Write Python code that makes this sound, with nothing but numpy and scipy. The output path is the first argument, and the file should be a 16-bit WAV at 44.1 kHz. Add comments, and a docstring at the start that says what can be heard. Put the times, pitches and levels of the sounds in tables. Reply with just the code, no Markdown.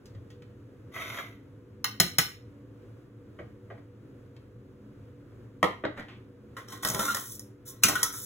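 """An appliance hums in a small kitchen; light ticks and the rasp of a sliding dish follow as thick cream
is served. A metal spoon clinks three times in a ceramic bowl and jolts it on the counter. The bowl is
nudged, then set down among dull knocks, and a spoon taps, squeaks and scrapes through something grainy
in another dish. Impacts excite the damped modes of each body, stick-slip friction drives the rasps and
squeaks, and the room adds early reflections and a short reverberant tail."""
import sys
import numpy as np
from scipy import signal
from scipy.fft import rfft, irfft, next_fast_len
from scipy.io import wavfile

SR = 44100
rng = np.random.default_rng(int(sys.argv[2]) if len(sys.argv) > 2 else 0)


def output_pcm(signal):
    """Save a mono or channel-first signal as 16-bit PCM at the path in sys.argv[1].

    Samples are clipped to [-1, 1] before scaling.
    """
    pcm = np.clip(np.atleast_2d(signal).T, -1, 1) * 32767
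    wavfile.write(sys.argv[1], SR, np.round(pcm).astype(np.int16))


N = 363825
TIME = np.arange(N) / SR

# Levels are relative within each table.
# spectral envelopes of the room noise and of each kind of contact: f/Hz, level/dB
AIR_COLOUR = [(20, -36), (45, -6.5), (80, -6.5), (125, 3), (165, -9.5), (300, -6), (520, -11.5),
              (600, -19.5), (800, -29), (950, -26), (1400, -26), (2200, -34.5), (4500, -43), (15000, -49.5)]
SLIDE_COLOUR = [(100, -18), (300, -3.5), (650, -2.5), (860, -8.5), (1200, 5), (1600, 2), (1820, -2),
                (2400, -11), (2850, -14), (3200, -2), (4500, -28.5), (5800, -9), (8000, -23), (15000, -26)]
RUB_COLOUR = [(200, 4), (1000, -3.5), (1500, 3.5), (2050, 3), (2700, -12), (3200, -8), (5000, -22),
              (15000, -34)]
TICK_COLOUR = [(220, 2.5), (500, -28), (1000, -14.5), (2000, -19), (3300, -14.5), (6000, -17),
               (10000, -26.5), (15000, -30)]
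COUNTER_COLOUR = [(80, -21), (200, 6), (550, 12.5), (900, -1), (1300, 7), (2000, -2), (2600, -12.5),
                  (3200, 0.5), (5000, -10), (8000, -19), (15000, -71.5)]
NUDGE_COLOUR = [(100, 2.5), (300, 2), (650, 3.5), (900, -11.5), (1400, -11.5), (2250, -9.5), (2600, -23),
                (3300, -23.5), (15000, -52)]
FOOT_COLOUR = [(80, -23.5), (250, 5.5), (450, 7), (880, 2.5), (1170, 7.5), (1330, 5.5), (1550, -11),
               (2150, 3), (2550, -14.5), (3250, -5.5), (4100, -13.5), (5000, -18.5), (8000, -24),
               (10300, -21.5), (15000, -32)]
DISH_COLOUR = [(80, -1.5), (200, -8), (400, -5), (800, -6.5), (1300, -0.5), (2100, -6), (2650, -15),
               (3300, -2.5), (4400, -9.5), (5600, 4.5), (8000, 1.5), (11000, 2.5), (15000, -3)]
SCRAPE_COLOUR = [(80, -16.5), (200, -2), (500, -6), (800, -8), (1150, 2.5), (1480, 1.5), (1750, -4.5),
                 (2100, -9.5), (2700, -24), (3200, -12), (4000, -2.5), (4600, -25), (5700, -5),
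                 (15000, -11.5)]
GRIT_COLOUR = [(2700, -25), (3500, -1.5), (4500, -11.5), (5600, 5), (7500, 3.5), (10000, 6.5), (13000, 4),
               (15500, 3.5)]
DRAG_COLOUR = [(70, -17), (130, -2), (230, 0.5), (620, -0.5), (1250, -0.5), (1700, -11), (2600, -25),
               (15000, -45)]
SPOON_COLOUR = [(100, -13), (800, -9.5), (1350, 1), (1700, 2), (2300, 3), (4500, 3), (5600, 4.5),
                (10500, 3), (15000, -2.5)]
BOWL_COLOUR = [(80, -9.5), (165, -0.5), (235, -6.5), (350, -6), (600, -7.5), (900, -8), (1300, -8.5),
               (2500, -7.5), (4500, -8.5), (7000, -9.5), (11000, -7.5), (15000, -11)]
# resonances added to those envelopes: f/Hz, bandwidth/Hz, level/dB
SLIDE_MODES = [(670, 34, 3.5), (2010, 110, 7.5), (2090, 110, 1.5), (3570, 99, 0), (9000, 270, -11),
               (11290, 200, -5), (13700, 120, -5), (15400, 500, -29)]
COUNTER_MODES = [(168, 32, 1.5), (319.6, 50, 8.5), (625, 83, 14), (1164, 110, 2), (1447, 110, -6),
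                 (1940, 111, 6), (3200, 370, -12)]
NUDGE_MODES = [(1191, 90, -2.5), (1610, 40, -6), (1922, 94, -2.5), (3050, 140, -11)]
FOOT_MODES = [(388, 130, -4), (532, 130, 0.5), (690, 134, 0.5), (1150, 160, 0.5), (2130, 320, -10)]
DISH_MODES = [(217.5, 10, 5), (297, 10, 4), (385.3, 10, 3.5), (1075, 13.3, 10.5), (1258, 28, 2.5),
              (1312, 26, 5), (1374, 44, 5.5), (1462, 23, 2), (1916, 50, 5.5), (3153, 100, -2),
              (3636, 70, -0.5), (3970, 53, 2.5), (5560, 150, 3), (6080, 85, -2.5)]
SPOON_MODES = [(1351, 52, 8.5), (2165, 40, 11), (2406, 56, 5), (2855, 19, 9.5), (3661, 22, 8),
               (5910, 53, 17.5), (6202, 40, 16), (6610, 49, 10), (7400, 35, 5), (10310, 49, 14.5)]
# modes of the bowl: f/Hz, bandwidth/Hz, level struck at the rim/dB, level struck on the wall/dB
BOWL_MODES = [(1242, 45, -2.5, 1.5), (1500, 84, 1, -0.5), (1690, 82, -3.5, 0), (1914, 60, -1, 5.5),
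              (2094, 48, -0.5, -0.5), (2780, 75, -2.5, -1.5), (3040, 75, 1, 0.5), (3704, 82, -3, -1),
              (4110, 110, 9, 2), (5370, 280, 4, 2.5), (5410, 170, 3, 4), (6207, 85, 0, -4.5),
              (6710, 78, 0.5, 0.5), (6950, 38, 2, -1.5), (10050, 200, 5.5, 3), (15100, 250, -1, 0),
              (11910, 170, 0, -1)]
# appliance hum: f/Hz, resonator bandwidth/Hz, level/dB
HUM_BANDS = [(92.8, 9.1, -63), (111.4, 14, -54), (209.1, 7.6, -62), (265.2, 3.3, -63.5),
             (287.8, 4.4, -61.5), (378, 14, -65.5), (484.6, 15, -63.5), (499, 8.1, -73)]
# kitchen reverberation: f/Hz, T60/s, level/dB
REVERBERATION = [(99.9, 0.44, -2.5), (500, 0.21, 3), (1500, .36, -1), (3560, 0.32, 1), (8800, 0.28, -4.5),
                 (15860, 0.25, 0)]
# phase between the microphones: f/Hz, lead of the left/rad
LEFT_LEAD = [(0, 0), (1200, 0), (2500, .7), (3600, 1.2), (4700, 3.14), (15400, 18.85), (22050, 28.6)]

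# impacts: t/s, level/dB, chatter time constant/ms, bass/dB, treble/dB
SLIDE_SNAGS = [(0.963, -33, 6.7, -7, -14), (1.021, -33.5, 6.9, -7, 0), (1.144, -38, 5, 6, 3),
               (1.174, -35, 3, -3, 2), (1.186, -33, 11, -7, -11)]
HANDLING_TICKS = [(0.057, -47, 10, -21, 5), (0.303, -45.5, 18, -2, -3.5), (0.422, -36.5, 4.6, -4, -11.5),
                  (4.365, -41.5, 5, -8, -8.5), (6.085, -34.5, 44, -12, -22)]
COUNTER_KNOCKS = [(0.148, -46, 5, 8, 5), (2.004, -10.5, 1.6, 11, -19.5), (5.838, -14.5, 6.8, 2.8, -36),
                  (5.851, -9.5, 2.05, 5, -13.5), (5.862, -23, 4, 8.5, -26)]
BOWL_NUDGES = [(3.388, -38.5, 12.8, 3.5, -3), (3.701, -41.5, 17.7, -3, -3), (3.776, -51.5, 8.6, 2, 6)]   # soft and hollow
FOOT_LANDINGS = [(5.629, -0.5, 1.75, 1.4, 1.5), (5.640, -14, 8.8, 6.9, 1)]   # the bowl meets the counter and rocks once
DISH_TAPS = [(6.567, -26, 33, -15, -19.5), (6.724, -28, 21, 7, -10.5), (6.831, -15, 4.2, 4, -12),
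             (6.849, -4, 2.0, -3, -7), (6.874, -13, 1.1, 1, -3), (6.886, -19.5, 3.5, 14, 4.5),
             (6.901, -15.5, 1.6, 11, 0.5), (6.946, -13, 2.9, 8.5, -4), (6.993, -9.5, 5, 5, -11.5),
             (7.052, -17.5, 4.4, 5, -2), (7.146, -12, 3.9, -28, -5), (7.168, -18, 5, -4, -5),
             (7.395, -31.5, 0.57, -6.5, 12.5), (7.844, -14, 10, 13, -14), (7.884, -10.5, 9.2, 4, -2.5),
             (7.954, -13.5, 7, -7, -10.5), (8.03, -11, 5.5, -8.5, 3.5)]
SPOON_STRIKES = [(7.8345, -5.5, 4.4, 4, 0), (7.853, -21, 5.6, 4, 1)]   # hard hits on the dish ring the spoon itself
# spoon in the bowl: the impact columns, then place (0 rim to 1 wall)
BOWL_CLINKS = [(1.8429, -9, 1.84, 1, -4.5, 0.24), (2.0, -5.5, 3.26, 6.5, 0.5, 0.1),
               (2.184, -6, 3.2, -3, 1, 1), (2.190, -10, 1.8, 3.5, -2.5, 0.98)]
# jolts of the counter: t/s, f/Hz, level/dB, T60/s
COUNTER_THUDS = [(0.15, 92, -39, 0.33), (2.003, 205, -23, 0.06)]
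# sliding contacts: t/s, duration/s, level/dB
DISH_SLIDE = (0.903, 0.29, -44.5)
SHORT_RUB = (5.95, 0.045, -40.5)
SPOON_DRAGS = [(6.83, 0.097, -41.5), (6.936, 0.123, -42), (7.879, 0.065, -43)]
# spoon strokes: t/s, time pressing/s, time moving/s, dish level/dB, grit level/dB
SPOON_STROKES = [(6.672, 0.048, 0.085, -46, -60), (6.82, 0.1, 0.533, -44, -36.5),
                 (6.98, 0.14, 0.12, -37.5, -47), (7.65, 0.047, 0.051, -58, -43.5),
                 (7.819, 0.21, 0.28, -40, -41.5), (8.118, 0.015, 0.15, -48.5, -40)]
# judder on the glaze: t/s, duration/s, f/Hz, level/dB
GLAZE_SQUEAKS = [(6.988, 0.02, 1318, -34.5), (7.077, 0.032, 1390, -33.5), (7.95, 0.01, 1465, -31),
                 (8.04, 0.023, 1332, -42)]


def from_db(db):
    """Amplitude ratio of a level in decibels."""
    return 10 ** (np.asarray(db) / 20)

def rms_one(x):
    """Normalisation to unit rms."""
    return x / np.sqrt(np.mean(x ** 2) + 1e-20)

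def energy_one(x):
    """Normalisation to unit mean energy per channel."""
    return rms_one(x) / np.sqrt(x.shape[-1])

def drift(rate_hz):
    """Random modulation: low-passed noise of unit rms."""
    pole = np.exp(-80 * np.pi * rate_hz / SR)
    slow = signal.lfilter([1], [1, -2 * pole, pole * pole], rng.standard_normal(N // 40 + 2002))[2000:]
    return np.interp(np.arange(N) / 40, np.arange(len(slow)), rms_one(slow))

def gesture(start, length, attack_s, release_s):
    """Envelope of a movement: quadratic onset, hold, then exponential decay of 60 dB per release_s."""
    age = TIME - start
    return np.clip(age / attack_s, 0, 1) ** 2 * from_db(-60 * np.clip((age - length) / release_s, 0, 3))

def highpass(x, hz, order=2):
    """Attenuation below a corner frequency."""
    return signal.sosfilt(signal.butter(order, hz, "high", fs=SR, output="sos"), x)

def resonate(x, hz, width):
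    """A damped oscillator with unit gain at resonance."""
    r = np.exp(-np.pi * width / SR)
    feedback = [1, -2 * r * np.cos(2 * np.pi * hz / SR), r * r]
    return signal.lfilter(np.array([1, 0, -1]) * (1 - r * r) / 2, feedback, x)

def at_hz(points, hz, column=1):
    """Interpolation on a logarithmic frequency axis."""
    points = np.array(points)
    return np.interp(np.log(np.maximum(hz, 1)), np.log(points[:, 0]), points[:, column])

def response(colour, size=8192):
    """Minimum-phase impulse response of a spectral envelope."""
    gain = from_db(at_hz(colour, np.fft.rfftfreq(size, 1 / SR)))
    cepstrum = irfft(np.log(gain))
    cepstrum[1:size // 2] *= 2
    cepstrum[size // 2 + 1:] = 0
    return irfft(np.exp(rfft(cepstrum)))

def ringing(modes, size=8192):
    """Modal superposition: the free vibration after a unit impulse."""
    return sum(from_db(db) * resonate(signal.unit_impulse(size), hz, width) for hz, width, db in modes)

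def driven(force, colour, modes=(), wander_db=1.5, wander_hz=6):
    """Forced vibration: as the contact travels, its coupling to each mode swells and fades."""
    broad = response(colour)
    ring = sum(from_db(db + wander_db * drift(wander_hz)) * resonate(force, hz, width)
               for hz, width, db in modes)
    return (signal.oaconvolve(force, broad)[:N] + ring) / np.linalg.norm(broad + ringing(modes))

def impacts(rows, colour, modes=(), crack=0.5, rise_ms=0.26, size=8192):
    """Impact excitation: a crack and a dying chatter of micro-contacts over the body's free vibration."""
    out, ms = np.zeros(N + size), np.arange(size) * 1000 / SR
    broad, ring = response(colour), ringing(modes)
    rise = 1 - np.exp(-ms / rise_ms)
    modal = energy_one(ring * rise) * np.linalg.norm(ring)
    for start, db, chatter_ms, bass_db, treble_db in rows:
        fade = np.exp(-ms / chatter_ms)
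        contact = energy_one(rng.standard_normal(size) * fade * rise)
        contact[0] = crack
        chatter = signal.fftconvolve(energy_one(contact), broad)[:size]
        blow = (chatter + modal) * np.linalg.norm(fade) / np.linalg.norm(broad + ring)
        tilt = response([(220, bass_db), (550, 0.0011), (2500, 0), (6000, treble_db)], size=2048)
        at = int(start * SR)
        out[at:at + size] += from_db(db) * signal.fftconvolve(blow, tilt)[:size]
    return out[:N]

def room_air():
    """Diffuse noise: long waves reach both microphones alike, short ones differ."""
    shared = driven(rng.standard_normal(N), AIR_COLOUR)
    apart = highpass(driven(rng.standard_normal(N), AIR_COLOUR), 700, order=1)
    pair = shared + from_db(-2) * apart * np.array([[1], [-1]])
    return from_db(-53.5 + drift(3.2)) * pair

def appliance_hum():
    """Narrow-band noise is heard as a set of wavering tones."""
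    return sum(from_db(db) * rms_one(resonate(resonate(rng.standard_normal(N), hz, width), hz, width))
               for hz, width, db in HUM_BANDS)

def kitchen(x, wet_db, early_db, early_s, move_hz, patterns=4, size=16384):
    """Reverberation: early reflections off counter and dishes, then a tail with a T60 for each octave."""
    t, hz = np.arange(size) / SR, np.fft.rfftfreq(size, 1 / SR)
    centres = np.geomspace(125, 16000, 8)
    coherence = 1 / (1 + (hz / 600) ** 2)
    out = x
    for k in range(patterns):
        mid, side = rfft(rng.standard_normal((2, size)))
        field = np.sqrt(1 + coherence) * mid + np.sqrt(1 - coherence) * side * np.array([[1], [-1]])
        field *= from_db(at_hz(REVERBERATION, hz, column=2))
        tail = 0
        for centre, pick in zip(centres, np.eye(len(centres))):
            band = irfft(field * at_hz(np.c_[centres, pick], hz))
            tail = tail + band * from_db(-60 * t / at_hz(REVERBERATION, centre))
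        tail *= np.clip((t - 0.004) / 0.0019, 0, 1)
        early = irfft(field)[:, ::-1] * np.exp(-t / early_s) * (t > 0.0006)
        walls = from_db(wet_db) * energy_one(tail) + from_db(early_db) * energy_one(early)
        # the hands move, so one pattern of reflections gives way to the next
        turn = np.cos(2 * np.pi * move_hz * TIME + np.pi * k / patterns) ** 3
        crossfade = turn * np.sqrt(32 / 5 / patterns)   # the echo's loudness stays steady
        out = out + signal.oaconvolve((x * crossfade)[None], walls, axes=1)[:, :N]
    return out

def friction(per_s, spread_db, uneven_db, slip_hz):
    """Stick-slip friction: random tiny catches of unequal size, swelling in clumps; unit rms."""
    sizes = from_db(spread_db * np.minimum(rng.exponential(1, N), 4)) * rng.choice([-1, 1], N)
    caught = rng.random(N) < per_s / SR
    return rms_one(sizes * caught * from_db(uneven_db * drift(slip_hz)))

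def sliding_dish():
    """Sliding friction on the counter drives the ceramic's modes; it rasps and snags a few times."""
    start, length, db = DISH_SLIDE
    push = from_db(db) * gesture(start, length, attack_s=0.054, release_s=0.4)
    force = push * friction(per_s=3500, spread_db=3, uneven_db=1.5, slip_hz=84)
    rasp = driven(force, SLIDE_COLOUR, SLIDE_MODES)
    return rasp + impacts(SLIDE_SNAGS, SLIDE_COLOUR, SLIDE_MODES, crack=0.17)

def rub():
    """Dense frictional catches merge into a brief band of noise."""
    start, length, db = SHORT_RUB
    push = from_db(db) * gesture(start, length, attack_s=0.034, release_s=0.16)
    return driven(push * friction(per_s=6100, spread_db=1, uneven_db=3.5, slip_hz=160), RUB_COLOUR)

def thuds():
    """Damped free vibration: a jolt rings a low mode of the counter."""
    return sum(from_db(db) * np.sin(2 * np.pi * hz * (TIME - start)) * gesture(start, 0.005, 0.002, t60)
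               for start, hz, db, t60 in COUNTER_THUDS)

def scraping():
    """Friction under pressure shakes the dish; the grains crunch and hiss, fading as the spoon slows."""
    easing_db_per_s, slowing_db_per_s = 0.5, 17.5
    press = speed = 0
    for start, pressed_s, moving_s, dish_db, grit_db in SPOON_STROKES:
        age = np.maximum(TIME - start, 0)
        press_db = dish_db - easing_db_per_s * np.minimum(age, pressed_s)
        speed_db = grit_db - slowing_db_per_s * age
        press += from_db(press_db) * gesture(start, pressed_s, attack_s=0.014, release_s=0.41)
        speed += from_db(speed_db) * gesture(start, moving_s, attack_s=0.012, release_s=0.11)
    fine_slips = press * friction(per_s=1200, spread_db=2, uneven_db=1.5, slip_hz=92)
    dish = driven(fine_slips, SCRAPE_COLOUR, DISH_MODES, wander_db=4, wander_hz=10)
    sparse_slips = press * friction(per_s=110, spread_db=5.5, uneven_db=1, slip_hz=54)
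    catches = driven(sparse_slips, DISH_COLOUR, DISH_MODES)
    grains = speed * friction(per_s=1400, spread_db=0, uneven_db=2, slip_hz=110)
    grit = driven(highpass(grains, 2600), GRIT_COLOUR)
    return from_db(-2.5) * dish + from_db(-11) * catches + from_db(1) * grit

def dragging():
    """Coarse stick-slip: under full weight the spoon shakes the whole dish into a low rasp."""
    weight = sum(from_db(db) * gesture(start, length, attack_s=0.008, release_s=0.08)
                 for start, length, db in SPOON_DRAGS)
    return driven(weight * friction(per_s=450, spread_db=3, uneven_db=4, slip_hz=76), DRAG_COLOUR)

def squeaks():
    """Nearly periodic stick-slip of the spoon on the glaze gives a rough note with a weak octave."""
    jitter, octave_db = 0.045, -20
    out = 0
    for start, length, hz, db in GLAZE_SQUEAKS:
        phase = 2 * np.pi * np.cumsum(hz * (1 + jitter * drift(160.4))) / SR
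        note = rms_one(np.sin(phase) + from_db(octave_db) * np.sin(2 * phase))
        envelope = gesture(start, length, attack_s=0.0044, release_s=0.071)
        out += from_db(db + 3.1 * drift(90)) * note * envelope
    return out

def handling():
    """Each impact takes the spectrum of the body it excites: the bowl, the counter or a small contact."""
    foot = from_db(-5.5) * impacts(FOOT_LANDINGS, FOOT_COLOUR, FOOT_MODES, crack=0.3, rise_ms=0.9)
    knocks = from_db(-6.5) * impacts(COUNTER_KNOCKS, COUNTER_COLOUR, COUNTER_MODES, crack=0.15, rise_ms=1.4)
    ticks = from_db(-5.5) * impacts(HANDLING_TICKS, TICK_COLOUR, crack=0.35)
    nudges = impacts(BOWL_NUDGES, NUDGE_COLOUR, NUDGE_MODES, crack=0.022, rise_ms=6)
    return foot + knocks + ticks + nudges

def spoon_taps():
    """Collisions ring the modes of the dish and, in a hard strike, those of the spoon."""
    dish = impacts(DISH_TAPS, DISH_COLOUR, DISH_MODES, crack=0.15, rise_ms=0.66)
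    spoon = impacts(SPOON_STRIKES, SPOON_COLOUR, SPOON_MODES, crack=0.045, rise_ms=1.6)
    return from_db(-5) * dish + spoon

def bowl_clinks():
    """The point of excitation, from rim to wall, sets how strongly the spoon rings each bowl mode."""
    out = 0
    for *blow, place in BOWL_CLINKS:
        modes = [(hz, width, rim + place * (wall - rim)) for hz, width, rim, wall in BOWL_MODES]
        out += impacts([blow], BOWL_COLOUR, modes, crack=0.08, rise_ms=1.2)
    return from_db(-1) * out

def scene():
    """Superposition: the sounds on the counter reverberate over the steady background."""
    struck = highpass(handling() + spoon_taps() + bowl_clinks(), 65)   # small bodies radiate no deep bass
    direct = struck + sliding_dish() + rub() + scraping() + dragging() + squeaks() + thuds()
    room = kitchen(direct, wet_db=-6, early_db=-6, early_s=0.012, move_hz=1.7)
    return room + room_air() + appliance_hum()

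def record(dry):
    """Interchannel coherence: in the treble the channels partly merge and the left leads; the top is cut."""
    merge_hz, cutoff_hz = 3800, 15800
    size = next_fast_len(N + 4096)
    hz = np.fft.rfftfreq(size, 1 / SR)
    spectra = rfft(dry, size)
    share = 0.6 / (1 + (merge_hz / np.maximum(hz, 1)) ** 6)
    left, right = spectra + share * (spectra.mean(axis=0) - spectra)
    lead = np.exp(0.5j * np.interp(hz, *np.transpose(LEFT_LEAD)))
    pair = irfft(np.array([left * lead, right / lead]), size)[:, :N]
    return signal.sosfilt(signal.ellip(10, 0.2, 70, cutoff_hz, fs=SR, output="sos"), pair)


dry = scene()
out = record(dry)
output_pcm(out)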